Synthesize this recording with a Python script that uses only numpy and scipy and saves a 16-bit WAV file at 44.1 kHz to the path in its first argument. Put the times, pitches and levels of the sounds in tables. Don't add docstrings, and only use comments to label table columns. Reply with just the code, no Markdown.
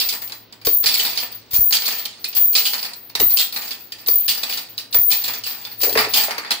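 import sys
import numpy as np
from scipy import signal
from scipy.fft import rfft, irfft
from scipy.io import wavfile
from scipy.ndimage import uniform_filter1d, minimum_filter1d

SR = 44100
rng = np.random.default_rng(int(sys.argv[2]) if len(sys.argv) > 2 else 0)


def log_audio(samples):
    frames = np.atleast_2d(samples).T
    limited = np.clip(frames, -1, 1)
    pcm = np.round(limited * 32767).astype(np.int16)
    wavfile.write(sys.argv[1], SR, pcm)


N = 291060

# time in seconds, level in dB, base clatter t60 in seconds, panel thud in dB re level.
BLOWS = [(.0014,-5.5,0.15,-26),(.0887,-9.5,0.13,-30.5),(0.1251,-14.5,0.13,-19.5),(0.22,-22,0.067,-17),(.2738,-29,0.1,-17.5),(.297,-24.5,0.067,-18.5),(0.3212,-17.5,0.059,-19.5),
         (0.525,-27.5,0.062,-19.5),(.6143,-33.5,0.098,-19),(0.6496,-17,0.1,-24),(0.6688,-6,0.026,-20),(.83,-24,.07,-18),(0.8402,-11.5,0.07,-18.5),(0.8594,0,0.1,-29.5),(.872,-10,0.33,-28),
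         (0.9405,-7.5,0.11,-34),(0.9936,-6,0.079,-25.5),(1.048,-15,0.28,-22),(1.155,-23,0.088,-34),(1.1745,-11.5,0.19,-26.5),(1.2283,-24.5,0.052,-8),
         (1.325,-29,0.049,-19),(1.511,-27.5,0.12,-26),(1.5331,-18.5,0.084,-20),(1.543,-15.5,0.13,-21.5),(1.708,-16,0.036,-19.5),
         (1.7249,1,0.075,-27),(1.747,-6,0.055,-27),(1.766,-9,0.052,-37),(1.8205,-16,0.064,-24),(1.855,-14.5,0.27,-29),(1.88,-11,0.044,-16.5),(1.9225,-15,0.055,-21),
         (1.9855,-24,0.1,-19),(2.0532,-12,0.034,-26.5),(2.243,-11.5,0.089,-31),(2.328,-24.5,0.095,-25),(2.3499,-21.5,0.16,-22),(2.3672,-12,0.041,-21),(2.528,-24.5,0.18,-22),(2.5517,0,0.16,-27.5),
         (2.6455,-21,.06,-29),(2.6538,-7.5,0.17,-40),(2.669,-11,0.076,-23.5),(2.7332,-12,0.11,-17),(2.781,-15.5,0.12,-24),(2.828,-15.5,0.22,-19.5),(2.934,-22,0.049,-46),
         (3.0984,-29.5,0.046,-18.5),(3.1517,-9.5,0.071,-19),(3.1995,-7.5,0.054,-17.5),(3.307,-19,0.044,-24),(3.371,-4,0.054,-36),(3.3865,0,0.093,-31.5),
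         (3.5243,-21.5,0.19,-23),(3.5621,-15,0.1,-17),(3.6152,-23.5,0.24,-18),(3.677,-25.5,0.13,-26),(3.708,-15,0.1,-22.5),(3.921,-18.5,0.057,-30),
         (3.9838,-35.5,0.49,-15.5),(4.062,-20.5,0.068,-20),(4.0849,-7,0.017,-20),(4.2802,-2.5,0.13,-32),(4.376,-18.5,0.051,-20.5),
         (4.4323,-12,0.057,-18),(4.496,-15.5,0.11,-21),(4.524,-17,0.16,-39),(4.5732,-17,0.13,-22),(4.779,-13,0.094,-28),
         (4.9268,-17,0.09,-27),(4.9452,-6,0.021,-17),(5.103,-18,0.19,-21),(5.1151,-3,0.087,-26.5),(5.217,-28,0.19,-33),(5.24,-15.5,0.21,-26),
         (5.28,-13,0.065,-15.5),(5.3366,-18.5,0.1,-17.5),(5.437,-18.5,0.21,-39),(5.465,-20.5,0.24,-19),(5.6504,-20,0.067,-22),
         (5.715,-29,0.045,-15.5),(5.802,-24.5,0.1,-19.5),(5.8148,-14.5,0.17,-33),(5.8335,-10,0.094,-18.5),(5.896,-15,0.049,-19),(5.928,-15,0.04,-35),
         (5.953,-16.5,0.094,-5.5),(5.9745,-4,0.086,-10.5),(5.9876,-11.5,0.13,-21),(6.008,-19.5,0.066,-13),(6.044,-18,0.056,-6),(6.1365,-2,0.083,-24),(6.1405,1,0.036,-25),
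         (6.1607,-7,0.29,-20),(6.2344,-13,0.048,-19),(6.282,-35,0.2,3.5),(6.3083,-15.5,0.093,-11.5),(6.3808,-15.5,0.062,-11),
         (6.432,-39.5,0.17,4),(6.4475,-30,0.2,-9),(6.5065,-11,0.087,-18),(6.515,-7,0.069,-21)]
SHAKE_RISE_S = 0.0091


def from_db(db):
    return 10 ** (np.asarray(db) / 20)


def rms_one(x):
    return x / np.sqrt(np.mean(x ** 2) + 1e-20)


def butter(x, order, hz, kind="lowpass"):
    return signal.sosfilt(signal.butter(order, hz, kind, fs=SR, output="sos"), x)


def colour(x, spectrum, modes=(), size=4096):
    hz = np.maximum(np.arange(size // 2 + 1) * SR / size, 1)
    corner_hz, corner_db = np.transpose(spectrum)
    db = np.interp(np.log(hz), np.log(corner_hz), corner_db)
    for mode_hz, width_hz, peak_db in modes:
        db = db + peak_db / (1 + (2 * (hz - mode_hz) / width_hz) ** 2)
    cepstrum = irfft(np.log(from_db(db)))
    cepstrum[1:size // 2] *= 2
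    cepstrum[size // 2 + 1:] = 0
    pulse = irfft(np.exp(rfft(cepstrum)))
    pulse = pulse / np.sqrt(np.sum(pulse ** 2))
    return signal.oaconvolve(np.atleast_2d(x), [pulse], axes=1)[:, :N]


def grains(per_s, spread_db, apart):
    count = int(per_s * N / SR)
    out, at = np.zeros((2, N)), rng.integers(0, N, count)
    sizes = from_db(spread_db * np.minimum(rng.exponential(1, count), 4))
    sizes = sizes * rng.choice([-1, 1], count)
    turn = np.pi / 4 + apart * rng.standard_normal(count)
    out[:, at] = sizes * np.array([np.cos(turn), np.sin(turn)])
    return rms_one(out)


def ring(clicks, hz, t60):
    r, w = from_db(-60 / (t60 * SR)), 2 * np.pi * hz / SR
    return signal.lfilter([0, np.sin(w)], [1, -2 * r * np.cos(w), r * r], clicks + 1e-18)


def struck(db, t60, crack_db, rattle, skips=np.zeros((len(BLOWS), 1))):
    crack_growth = 0.11
    rebound_loss_db = 12.5
    burst, burst_s = 0.51, 0.0056
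    swell_s = .0006
    cracks, power, t = np.zeros(N), np.zeros(N), np.arange(SR // 2) / SR
    onset = (1 - np.exp(-t / swell_s)) * (1 + burst * np.exp(-t / burst_s))
    for (s, *_), level_db, die, skip in zip(BLOWS, db, t60, skips):
        i = round(s * SR)
        touches = np.minimum(i + (skip * SR).astype(int), N - 1)
        first_db = level_db + crack_db + crack_growth * (level_db - np.median(db))
        cracks[touches] += from_db(first_db - rebound_loss_db * np.arange(len(skip)))
        decay = from_db(2 * (level_db - 60 * t / np.clip(die, .02, 1)))
        power[i:i + len(t)] += (decay * onset)[:N - i]
    return cracks + np.sqrt(power) * rattle


def bodywork(jingle, scrape):
    # nominal pitch in Hz, width in Hz, peak in dB.
    panel_modes = [(441, 90, 3), (834, 120, 1.5), (1230, 90, 1.5), (1860, 120, 1.5), (2380, 100, 1.5),
                   (3000, 120, 2), (4230, 120, 2.5), (4560, 300, 4.5), (4800, 150, 2.5), (6600, 200, 2),
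                   (7640, 250, 2)]
    # frequency in Hz, relative density in dB per Hz.
    clank_spectrum = [(500, -30.5), (1000, -7), (1800, -5), (3000, -5), (4600, 9.5), (5400, 5.5), (7000, 0),
                      (12000, -17.5)]
    treble_spectrum = [(3000, -35.5), (5500, 11.5), (7500, 9.5), (10000, 7.5), (13000, 1), (15700, 2.5)]
    thud_spectrum = [(120, -17.5), (250, -7), (500, -5), (850, 2.5), (1300, 1.5), (1900, 4.5), (2600, 1),
                     (4000, -51)]
    spot_tuning = [.93, 1.0, 1.05]
    tick_base_db, tick_squash, tick_with_jingle = -14.5, 0.19, 0.3
    jingle_tick_db = -33
    rebounds, mean_gap_s = 4, 0.0048
    clump_db, clump_cutoff_hz = 1.5, 86

    s, peak_db, t60, thud_db = np.transpose(BLOWS)
    shaken_db = np.clip(jingle[((s + SHAKE_RISE_S) * SR).astype(int)] + 30, -20, 20)
    tick_db = tick_base_db - tick_squash * (peak_db + 3.5) + tick_with_jingle * shaken_db

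    rattle = grains(3500, spread_db=3.0, apart=0.9)
    clumps = butter(rng.standard_normal(N), 2, clump_cutoff_hz)
    rattle = rms_one(rattle * from_db(clump_db * rms_one(clumps)))
    gaps = mean_gap_s * (.5 + rng.random((len(BLOWS), rebounds)))
    skips = np.cumsum(gaps, axis=1) - gaps[:, :1]

    clank = struck(peak_db - 8.5, t60, 18.2, rattle, skips)
    clank = clank + from_db(-4) * scrape * rattle
    tick = struck(peak_db + tick_db, 1.34 * t60, 6.6, rattle, skips)
    tick = tick + (from_db(-23.0) * scrape + from_db(jingle + jingle_tick_db)) * rattle
    thud = struck(peak_db + thud_db + 3.5, 1.815 * t60, 17.3, rattle)
    thud = thud + from_db(-8.5) * scrape * rattle

    latest_blow = np.maximum(np.searchsorted(s, np.arange(N) / SR, "right") - 1, 0)
    spot = rng.integers(0, len(spot_tuning), len(BLOWS))[latest_blow]
    clank = sum(colour(clank * (spot == k), clank_spectrum, np.array(panel_modes) * [ratio, 1, 1])
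                for k, ratio in enumerate(spot_tuning))
    tick = colour(tick, treble_spectrum, panel_modes)
    return clank + tick + colour(thud, thud_spectrum, panel_modes)


def jingle_db():
    # start in seconds, level in dB, length in seconds.
    shakes = [(0.0,-20,0.18),(0.211,-21.5,0.059),(0.335,-37,0.048),(0.416,-41,0.0045),(0.649,-10,0.039),(0.704,-8,0.11),(0.912,-15.5,0.24),(1.193,-24,0.055),(1.31,-29,.01),(1.344,-22,0.0031),
              (1.507,-22,0.014),(1.53,-5.5,0.22),(1.79,-24.5,0.087),(1.84,-19.5,0.2),(2.187,-37.5,0.071),(2.275,-20,0.0081),(2.346,-10,0.11),(2.381,-6,0.39),(2.746,-30,0.15),(2.954,-33,0.14),(3.191,-5,0.26),
              (3.516,-22.5,0.23),(3.784,-35.5,0.092),(3.978,-39,0.041),(4.067,-10,0.076),(4.084,-8.5,0.24),(4.323,-24,0.17),(4.477,-24.5,0.15),(4.687,-31,0.027),(4.771,-31,.015),
              (4.907,-31,.01),(4.931,-14,0.038),(4.937,-5,0.45),(5.459,-24,0.03),(5.461,-25,0.11),(5.59,-33,0.11),(5.707,-26.5,0.016),(5.77,-31,0.033),(5.794,-29,0.026),(5.808,-13.5,0.074),(5.87,-13,0.013),(5.905,-20,0.07),(5.985,-19,0.027),(6.083,-22.5,0.053),
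              (6.143,-13,0.11)]
    sag_db_per_s, stop_db_per_s = 61, 376
    rise_share = 0.092
    blow_ring_db, blow_ring_t60_s = -19.5, 0.14
    s, level_db, length = np.transpose(shakes)[:, :, None]
    grid_s = np.arange(0, N / SR, .001)
    t = np.clip(grid_s - s, 0, None)
    db = level_db - sag_db_per_s * t - stop_db_per_s * np.clip(t - length, 0, None)
    swell = 1 - np.exp(-t / (SHAKE_RISE_S + rise_share * length))
    shaken = np.sum(from_db(2 * db) * swell ** 2, axis=0)
    peak_db = np.transpose(BLOWS)[1]
    hit = struck(peak_db + blow_ring_db, np.full(len(BLOWS), blow_ring_t60_s), -np.inf, 1.0)
    return 10 * np.log10(np.interp(np.arange(N) / SR, grid_s, shaken) + hit ** 2 + 1e-12)


def links(jingle):
    # relative level in dB, t60 in seconds.
    link_modes = [(-3.5, 0.06), (10.5, 0.045), (6, 0.064), (-3, 0.074), (-3, 0.031), (13.5, 0.041),
                  (-9, 0.025), (16.5, 0.14), (2.5, 0.32), (-8, 0.2), (9, 0.064), (-4, 0.075)]
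    link_hz = [14083, 14225, 14300, 14395, 14700, 14766, 14950, 15030, 15063, 15100, 15183, 15230]
    out = np.zeros((2, N))
    for hz, (level_db, t60) in zip(link_hz, link_modes):
        knocked = grains(300, spread_db=3.0, apart=0.38)
        out += from_db(level_db) * rms_one(ring(knocked, hz, t60))
    return from_db(jingle) * rms_one(out)


def drag():
    # start in seconds, scrape level before fading in dB.
    landings = [(.86,-19),(1.726,-20.5),(2.24,-36.5),(2.552,-42),(3.2,-27.5),(3.53,-33.5),(4.07,-31.5),(4.281,-23.5),(5.116,-26.5),(5.45,-29.5),(5.9,-23.5),(6.28,-33)]
    rise_s, fade_db_per_s = 0.23, 60.5
    s, level_db = np.transpose(landings)[:, :, None]
    grid_s = np.arange(0, N / SR, .001)
    t = np.clip(grid_s - s, 0, None)
    each = from_db(level_db - fade_db_per_s * t) * np.minimum(t / rise_s, 1)
    return np.interp(np.arange(N) / SR, grid_s, np.sqrt(np.sum(each ** 2, axis=0)))


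def clinks(scrape, count=56):
    # frequency in Hz, relative density in dB per Hz.
    clink_spectrum = [(1000, -21.5), (2500, -3), (4600, 5), (5600, -4), (9000, -2.5)]
    _, peak_db, t60, *_ = np.transpose(BLOWS)
    tumbling = struck(peak_db - 43, t60, -47, np.ones(N)) + from_db(-35.0) * scrape
    out = sum(ring(tumbling * grains(24, spread_db=2.5, apart=0.68), hz, t60=.022)
              for hz in np.geomspace(1300, 9000, count))
    return colour(out, clink_spectrum)


def knocks():
    # time in seconds, level in dB, main cavity pitch in Hz.
    knock_events = [(0.67, -14, 470), (3.199, -29, 452), (3.205, -16.5, 458), (3.216, -20, 390),
                    (4.083, -22, 477), (4.95, -26, 506), (5.826, -28, 540), (5.836, -19.5, 488),
                    (5.867, -20, 566), (5.876, -19, 470), (5.889, -23, 580), (5.902, -28, 710),
                    (5.921, -25, 422), (5.936, -26, 350), (5.956, -9.5, 463), (5.985, -26, 413),
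                    (6.009, -31, 440), (6.069, -23, 432), (6.145, -32, 813), (6.165, -25.5, 836),
                    (6.205, -25, 854), (6.281, -21.5, 633), (6.297, -26, 760), (6.383, -29.5, 468)]
    # pitch ratio, mean level in dB re knock, t60 in seconds.
    cavity_modes = [(.66, -9, 0.067), (0.851, -5.5, 0.072), (0.999, 1, 0.06), (1.25, 1, 0.024),
                    (1.6, 4, 0.01), (1.8, -18, 0.065), (2.4, -7, 0.046)]
    swell_s = 0.0031
    out, t = np.zeros(N), np.arange(SR // 5) / SR
    ratio, level_db, t60 = np.transpose(cavity_modes)[:, :, None]
    uneven_db = 2.0 * rng.standard_normal((len(knock_events), len(cavity_modes), 1))
    for (s, peak_db, hz), uneven in zip(knock_events, uneven_db):
        gain = from_db(peak_db + level_db + uneven - 60 * t / t60)
        modes = gain * np.sin(2 * np.pi * hz * ratio * t)
        modes[1::2] *= -1
        i = round(s * SR)
        out[i:i + len(t)] += (modes.sum(axis=0) * (1 - np.exp(-t / swell_s)))[:N - i]
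    return out


def garage(x):
    t60_s, alike_below_hz = 0.28, 540
    t = np.arange(SR // 2) / SR
    own = rng.standard_normal((2, len(t)))
    apart = butter(own[1] - own[0], 2, alike_below_hz, "highpass")
    echoes = np.array([own[0], own[0] + apart]) * from_db(-60 * t / t60_s) * (t > .003)
    echoes /= np.sqrt(np.sum(echoes ** 2, axis=1, keepdims=True))
    return np.array([signal.fftconvolve(x, e)[:N] for e in echoes])


def jolts():
    # time in seconds, level before port gain in dB.
    jolt_events = [(0.669, -39), (0.86, -43), (0.891, -48), (1.535, -41.5), (1.59, -36), (1.617, -40.5),
                   (2.366, -50), (3.201, -38), (3.219, -44), (3.267, -42), (4.299, -49), (4.959, -40),
                   (4.99, -41), (5.965, -45)]
    port_gain_db = [
        [15.5],
        [12],
    ]
    right_lag_s = 0.00037
    swing = butter(signal.unit_impulse(SR // 4), 1, [35, 90], "band")
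    swing = butter(swing, 2, 350)
    clicks = np.zeros((2, N + SR))
    for s, level_db in jolt_events:
        at = [round(s * SR), round((s + right_lag_s) * SR)]
        clicks[[0, 1], at] = -from_db(level_db) * np.array([1, rng.uniform(-0.59, 1)])
    return signal.oaconvolve(clicks, [swing / swing.max()], axes=1)[:, :N] * from_db(port_gain_db)


def background():
    # frequency in Hz, relative density in dB per Hz.
    hiss_spectrum = [(18, -55), (30, -3), (237, 23), (1440, 10), (3230, 10), (4540, 13), (6210, -4),
                     (12900, -59), (14000, -13), (15500, 12.5)]
    # time in seconds, steady sine's level in dB.
    hum_level = [(0, -58), (1.2, -54.5), (1.9, -57), (2.6, -72), (3.2, -56), (3.7, -63.5), (4.4, -62),
                 (4.9, -54.5), (5.7, -54.5), (6.05, -45.5), (6.3, -64), (6.6, -65)]
    hum_hz, hiss_db, rumble_db = 110, -54, -66.5
    t = np.arange(N) / SR
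    waver = butter(rng.standard_normal(N), 2, [hum_hz - 8, hum_hz + 8], "band")
    tone = np.sin(2 * np.pi * hum_hz * t) + .3 * rms_one(waver)
    hum = from_db(np.interp(t, *np.transpose(hum_level))) * tone
    shared, left, right = colour(rng.standard_normal((3, N)), hiss_spectrum)
    own = butter([left, right], 2, 250, "highpass")
    hiss = from_db(hiss_db) * (1.39 * shared + 1.45 * own)
    rumble = butter(rng.standard_normal((2, N)), 2, [40, 170], "band")
    return hum + hiss + from_db(rumble_db) * rms_one(rumble) * from_db([[3], [-3]])


def scene():
    # frequency in Hz, left over right in dB.
    port_balance = [(60, 35), (120, -10.5), (240, 1.5), (480, 2.5), (950, -1), (1890, 2.5), (3770, -1.5),
                    (7520, -0.5), (15000, 6)]
    right_lag_s, garage_db = .00027, -3
    jingle, scrape = jingle_db(), drag()
    hollow = knocks()
    body = bodywork(jingle, scrape) + clinks(scrape) + hollow
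    body = butter(body, 2, 110, "highpass")
    air = body + links(jingle)
    lag = round(right_lag_s * SR)
    air[1] = np.r_[np.zeros(lag), air[1, :N - lag]]
    to_garage = body.mean(axis=0) - 0.61 * hollow
    air = air + from_db(garage_db) * garage(to_garage)
    ports = [[(hz, side * db / 2) for hz, db in port_balance] for side in (1, -1)]
    air = np.vstack([colour(x, port) for x, port in zip(air, ports)]) * from_db([[1.2], [-1.2]])
    return air + jolts() + background()


def record(dry):
    ceiling, cutoff_hz = .97, 15740
    steep = signal.ellip(12, .3, 70, cutoff_hz, fs=SR, output="sos")
    room_left = ceiling / np.maximum(np.abs(dry).max(axis=0), ceiling)
    gain = uniform_filter1d(minimum_filter1d(room_left, size=257), size=129)
    return signal.sosfilt(steep, dry * gain)


dry = scene()
out = record(dry)
log_audio(out)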